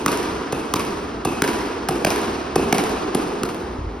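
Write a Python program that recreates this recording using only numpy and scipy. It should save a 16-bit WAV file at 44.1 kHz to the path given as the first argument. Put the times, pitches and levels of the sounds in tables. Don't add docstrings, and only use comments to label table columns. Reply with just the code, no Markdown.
import sys
import numpy as np
from scipy import signal
from scipy.fft import rfft, irfft, next_fast_len
from scipy.io import wavfile
from scipy.ndimage import map_coordinates

SR = 44100
rng = np.random.default_rng(int(sys.argv[2]) if len(sys.argv) > 2 else 0)


def master_out(mix):
    frames = np.transpose(np.atleast_2d(mix))
    ceiling = np.clip(frames, -1, 1)
    pcm = np.round(ceiling * 32767).astype(np.int16)
    wavfile.write(sys.argv[1], SR, pcm)


N = 176400
HIT_T = np.arange(SR // 8) / SR
ROUND_TRIP_S = .0562


def wall_hits():
    # start in seconds, crack in dB, ball pitch in Hz, ball ring in dB, its rise in seconds,
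    # smack in dB, thump in Hz, then thump, flutter, room tail, extra boom and room ring in relative dB.
    hits = [(0.0618, -2.5, 1297, -6, 0.00126, -14.5, 321, -14.5, -4, 2.5, 1.5, -28.5),
            (0.7387, -2.5, 1222, -10.5, 0.00165, -16, 351.4, -14.5, -9, -1, 4, -32),
            (1.4208, -1, 1599, -12, 0.00126, -18, 325.4, -8, -7, 1.37, 2.5, -28),
            (2.0484, -2.5, 785, -8, 0.00242, -12.5, 331.5, -12, -2, 3.5, -0.5, -32),
            (2.7266, -4, 907, -7.5, 0.00237, -10.5, 293.5, -8.5, -1, 2.5, 3.5, -40),
            (3.4339, -11.5, 1444, -16.5, 0.0014, -22.5, 306, -15, -12, -9, 3, -45)]
    # frequency in Hz, level in dB.
    crack_tone = [(100, 1.5), (900, 7.5), (2400, 7.5), (3600, 0), (5500, 4.5), (10000, 1), (13000, 0.5),
                  (16000, -8)]
    smack_tone = [(300, -16), (1200, 1), (1800, -4.5), (2400, 4), (3200, -7), (5500, -6.5), (10000, -11),
                  (13000, -15), (16000, -33)]
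    tail_tone = [(40, 0), (80, 12.5), (160, 29.5), (270, 39.5), (460, 38), (570, 23.5), (700, 33.5),
                 (830, 26), (980, 31.5), (1500, 26.5), (2000, 23), (2700, 23.5), (3600, 18.5), (5500, 17.5),
                 (7500, 13.5), (10500, 15), (13000, 16.5), (16000, -7)]
    click_levels = [6.5, 1.5, 0.5, -1]
    # delay in seconds, level in dB, smear in seconds.
    echoes = [(0.0159, -15.5, 0.00078), (0.0198, -6.5, 0.00129), (0.025, -10.5, 0.0048),
              (0.0578, -11.5, 0.0052), (.065, -11, 0.0075)]
    # pitch in Hz, blur in Hz, level in dB, fade time in seconds.
    room_notes = [(408.1, 14.02, 0, 1.43), (965.5, 60, 0.0014, 1.8)]
    out, crack = np.zeros((2, N)), click(crack_tone)
    for (start, crack_db, ball_hz, ball_db, rise_s, smack_db,
         thump_hz, thump_db, flutter_db, room_db, boom_db, notes_db) in hits:
        hit = amp(ball_db) * ring(ball_hz, rise_s, delay_s=0, octave_drop_s=0.00855)
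        hit += amp(thump_db) * ring(thump_hz, rise_s=0.001983, delay_s=0.003104)
        hit += amp(crack_db - 18) * ring(hz=192.1, rise_s=0.004, delay_s=0.002025)
        for k, db in enumerate(click_levels):
            jitter_s = abs(rng.normal(0, .00004))
            add(hit, k / ball_hz + jitter_s, amp(crack_db + db) * crack)
        add(out, start, with_echoes(hit, echoes))
        smack = amp(smack_db) * noise(smack_tone, len(HIT_T)) * np.exp(-(HIT_T / 0.003752) ** 2)
        add(out, start - .0007, with_echoes(smack, echoes))
        add(out, start, room_tail(tail_tone, room_db, boom_db, ball_hz))
        add(out, start, amp(notes_db) * ringing_notes(room_notes, rise_s=0.0132))
        add_flutter(out, start, crack, flutter_db)
    return out


def racket():
    # start in seconds, scrape, ping and pock in dB, thump in Hz,
    # then thump, thump echo, room tail and extra boom in relative dB.
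    strokes = [(-.12, -22, -49, -11.5, 356, -14.5, -16, 0.5, 2.5),
               (0.5242, -22, -40, -18.5, 443, -13, -16, -2.5, 4),
               (1.2497, -18, -34, -12.5, 470, -17, -13.5, 0.82, 4),
               (1.8869, -16, -43.5, -11.5, 362.7, -21, -15.5, 0.1, 5.5),
               (2.5571, -16, -35.5, -8, 392.8, -2.5, -15, 2, 5.5),
               (3.1478, -17, -44.5, -15, 307, -5.5, -22, 0, 6.5)]
    # frequency in Hz, level in dB.
    scrape_tone = [(300, -38.5), (1200, 7.5), (2200, -1.5), (5000, -3), (10000, -2), (13000, -8),
                   (16000, -27.5)]
    tail_tone = [(40, 2), (80, 9.5), (160, 30), (270, 35), (460, 37), (570, 23.5), (720, 29), (1150, 29),
                 (2000, 16.5), (2600, 21), (3600, 14.5), (5500, 13.5), (7500, 11.5), (10500, 10),
                 (13000, 7), (16000, -16)]
    # pitch in Hz, blur in Hz, level in dB, fade time in seconds.
    string_notes = [(2564, 26, -3, 1.65), (2635, 260, 3.5, 0.5)]
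    # delay in seconds, level in dB, smear in seconds.
    echoes = [(.021, -10.5, 0.0023), (.034, -11, 0.0067), (.066, -12.5, .01)]
    # delay in seconds, relative level in dB.
    thump_echoes = [(.0222, 0), (.034, -5.5), (.056, -5), (.071, -4)]
    out = np.zeros((2, N))
    for start, scrape_db, ping_db, pock_db, thump_hz, thump_db, echo_db, room_db, boom_db in strokes:
        scrape = amp(scrape_db) * noise(scrape_tone, len(HIT_T)) * fade(HIT_T, fade_s=0.0356)
        add(out, start, amp(ping_db) * ringing_notes(string_notes, rise_s=0.00146))
        pock_hz = 763.5
        pock = ring(pock_hz, rise_s=0.00251, delay_s=0.0019016)
        pock += amp(-9) * ring(hz=1159, rise_s=0.00283, delay_s=0.002044)
        thump = amp(thump_db) * ring(thump_hz, rise_s=0.002256, delay_s=0.003224)
        thud = amp(-17.5) * ring(hz=158.9, rise_s=0.00364, delay_s=0.00603)
        add(out, start, with_echoes(scrape + amp(pock_db) * pock + thump + thud, echoes))
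        for delay, db in thump_echoes:
            add(out, start + delay, amp(echo_db + db) * ring(hz=320.3, rise_s=0.00324, delay_s=0))
        add(out, start, room_tail(tail_tone, room_db, boom_db, pock_hz))
    return out


def footstep(rise_s=0.0079):
    # start in seconds, level in dB.
    landings = [(3.786, -20.5), (3.842, -20)]
    # pitch in Hz, level in dB, fade time in seconds.
    boards = [(51.63, -4.5, 0.53), (77.5, 6, 0.139), (111.5, -3.5, 0.167)]
    out, t = np.zeros(N), np.arange(SR) / SR
    thud = sum(amp(db) * np.sin(2 * np.pi * hz * t) * fade(t, fade_s) for hz, db, fade_s in boards)
    thud *= 1 - np.exp(-t / rise_s)
    for start, db in landings:
        add(out, start, amp(db) * thud)
    return out


def add_flutter(track, start, crack, db, loss_db=5):
    returned = dull(crack, above_hz=14000)
    for trip in range(3):
        echo = signal.fftconvolve(returned, smear(smear_s=.0005))
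        add(track, start + (trip + 1) * ROUND_TRIP_S, amp(db + 3 - loss_db * trip) * echo)


def with_echoes(sound, echoes):
    response = np.zeros(len(HIT_T))
    for delay, db, smear_s in echoes:
        add(response, delay, amp(db) * smear(smear_s))
    response = dull(response, above_hz=6030)
    response[0] += 1
    return signal.fftconvolve(sound, response)


def room_tail(tone, room_db, boom_db, ring_hz):
    # frequency in Hz, fade time in seconds.
    fade_times = [(60, 0.04), (250, 3), (600, 3.5), (1200, 4), (2500, 2.5), (5000, 2.5), (10000, 1.134),
                  (15000, 0.4343)]
    # frequency in Hz, likeness from 0 to 1.
    likeness = [(170, .998), (300, .93), (400, .8), (600, .4), (1050, .15), (2000, .78), (3200, .6),
                (4400, .62), (5000, .85), (6400, .86), (7400, .995), (8900, .72), (10400, .99),
                (11900, .72), (13600, .98), (15000, .6)]
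    hz, t = np.fft.rfftfreq(512, 1 / SR), np.arange(420) * 256 / SR
    spread = np.arccos(np.clip(along(likeness, hz), -1, 1)) / 2
    ring_db = 2.5 * np.exp(-(np.log2((hz + 1) / ring_hz) / 0.347) ** 2)
    bass_db = boom_db / (1 + (hz / 554) ** 4)
    gain = amp(along(tone, hz) + ring_db + room_db + bass_db)
    bands = signal.stft(rng.standard_normal((2, (len(t) - 1) * 256)), nperseg=512)[2]
    bands *= (gain * [np.cos(spread), np.sin(spread)])[..., None]
    bands *= fade(t, along(fade_times, hz)[:, None])
    shared, apart = signal.istft(bands, nperseg=512)[1] / np.sqrt(SR)
    age = np.maximum(np.arange(len(shared)) / SR - 0.00406, 0)
    build_up = 1 - np.exp(-age / 0.01734)
    surge_db = np.cos(2 * np.pi * (age - 0.01715) / ROUND_TRIP_S)
    return np.array([shared + apart, shared - apart]) * build_up * amp(surge_db)


def hall_rumble():
    # frequency in Hz, level in dB.
    tone = [(20, -46.5), (35, -39), (52, -1), (85, -6.5), (120, -12.5), (300, -7.5), (700, -21.5),
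            (2000, -29), (6000, -45), (15000, -60.5)]
    return amp(-37 + 2.5 * wobble(rate=18, size=N)) * noise(tone, N)


def ring(hz, rise_s, delay_s, octave_drop_s=np.inf):
    t = np.maximum(HIT_T - delay_s, 0)
    rise = t / rise_s
    pitch = hz / (1 + (t / octave_drop_s) ** 2)
    cycles = np.cumsum((t > 0) * pitch) / SR
    return rise ** 2 * np.exp(2 * (1 - rise)) * np.sin(2 * np.pi * cycles)


def ringing_notes(notes, rise_s):
    out, t = np.zeros(SR), np.arange(SR) / SR
    for hz, blur_hz, db, fade_s in notes:
        phase = 2 * np.pi * hz * t + np.pi / 2 * wobble(blur_hz, SR)
        out += amp(db) * np.sin(phase) * fade(t, fade_s)
    return out * (1 - np.exp(-t / rise_s)) * (1 - t ** 4)


def click(tone, size=4096):
    gain = amp(along(tone, np.fft.rfftfreq(size, 1 / SR)))
    folded = irfft(np.log(gain))
    folded[1:size // 2] *= 2
    folded[size // 2 + 1:] = 0
    pulse = irfft(np.exp(rfft(folded)))
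    return np.pad(pulse, (0, len(HIT_T) - size))


def smear(smear_s):
    echo = rng.standard_normal(len(HIT_T)) * np.exp(-HIT_T / smear_s)
    return echo / np.linalg.norm(echo)


def noise(tone, size):
    x = filtered(rng.standard_normal(size), lambda hz: amp(along(tone, hz)))
    return x / x.std()


def wobble(rate, size):
    return map_coordinates(rng.standard_normal(2048), [np.arange(size) * rate / SR], mode="mirror")


def fade(t, fade_s):
    return np.exp(-np.log(1000) * t / fade_s)


def dull(x, above_hz):
    return filtered(x, lambda hz: 1 / (1 + 1j * hz / above_hz))


def filtered(x, response):
    size = x.shape[-1]
    padded = next_fast_len(size + SR // 20)
    hz = np.fft.rfftfreq(padded, 1 / SR)
    return irfft(rfft(x, padded) * response(hz), padded)[..., :size]


def along(points, hz):
    frequencies, values = np.transpose(points)
    return np.interp(np.log(hz + 1), np.log(frequencies + 1), values)


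def amp(db):
    return 10 ** (np.asarray(db) / 20)


def add(track, start_s, sound):
    start = round(start_s * SR)
    part = sound[..., max(-start, 0):track.shape[-1] - start]
    track[..., max(start, 0):max(start, 0) + part.shape[-1]] += part


def scene():
    return hall_rumble() + wall_hits() + racket() + footstep()


def record(dry):
    # frequency in Hz, level in dB.
    balance = [(80, -0.27), (350, -1.25), (700, -1), (1400, 0.48), (2800, -0.6), (8000, 0)]
    # frequency in Hz, phase in radians.
    lead = [(1700, 0), (2700, 1), (3800, .65), (4400, .85), (5000, .2), (6000, 1.55), (6900, 2.95),
            (7400, 3.14), (8000, 3.6), (9600, 5.75), (10400, 6.28), (13000, 9.05), (13700, 9.45),
            (16000, 11.9)]
    half = np.array([[.5], [-.5]])
    x = filtered(dry, lambda hz: amp(half * along(balance, hz)) * np.exp(1j * half * along(lead, hz)))
    x = x / (1 + (x / .8) ** 4) ** (1 / 4)
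    return filtered(x, lambda hz: np.clip((16800 - hz) / 900, 0, 1))


dry = scene()
out = record(dry)
master_out(out)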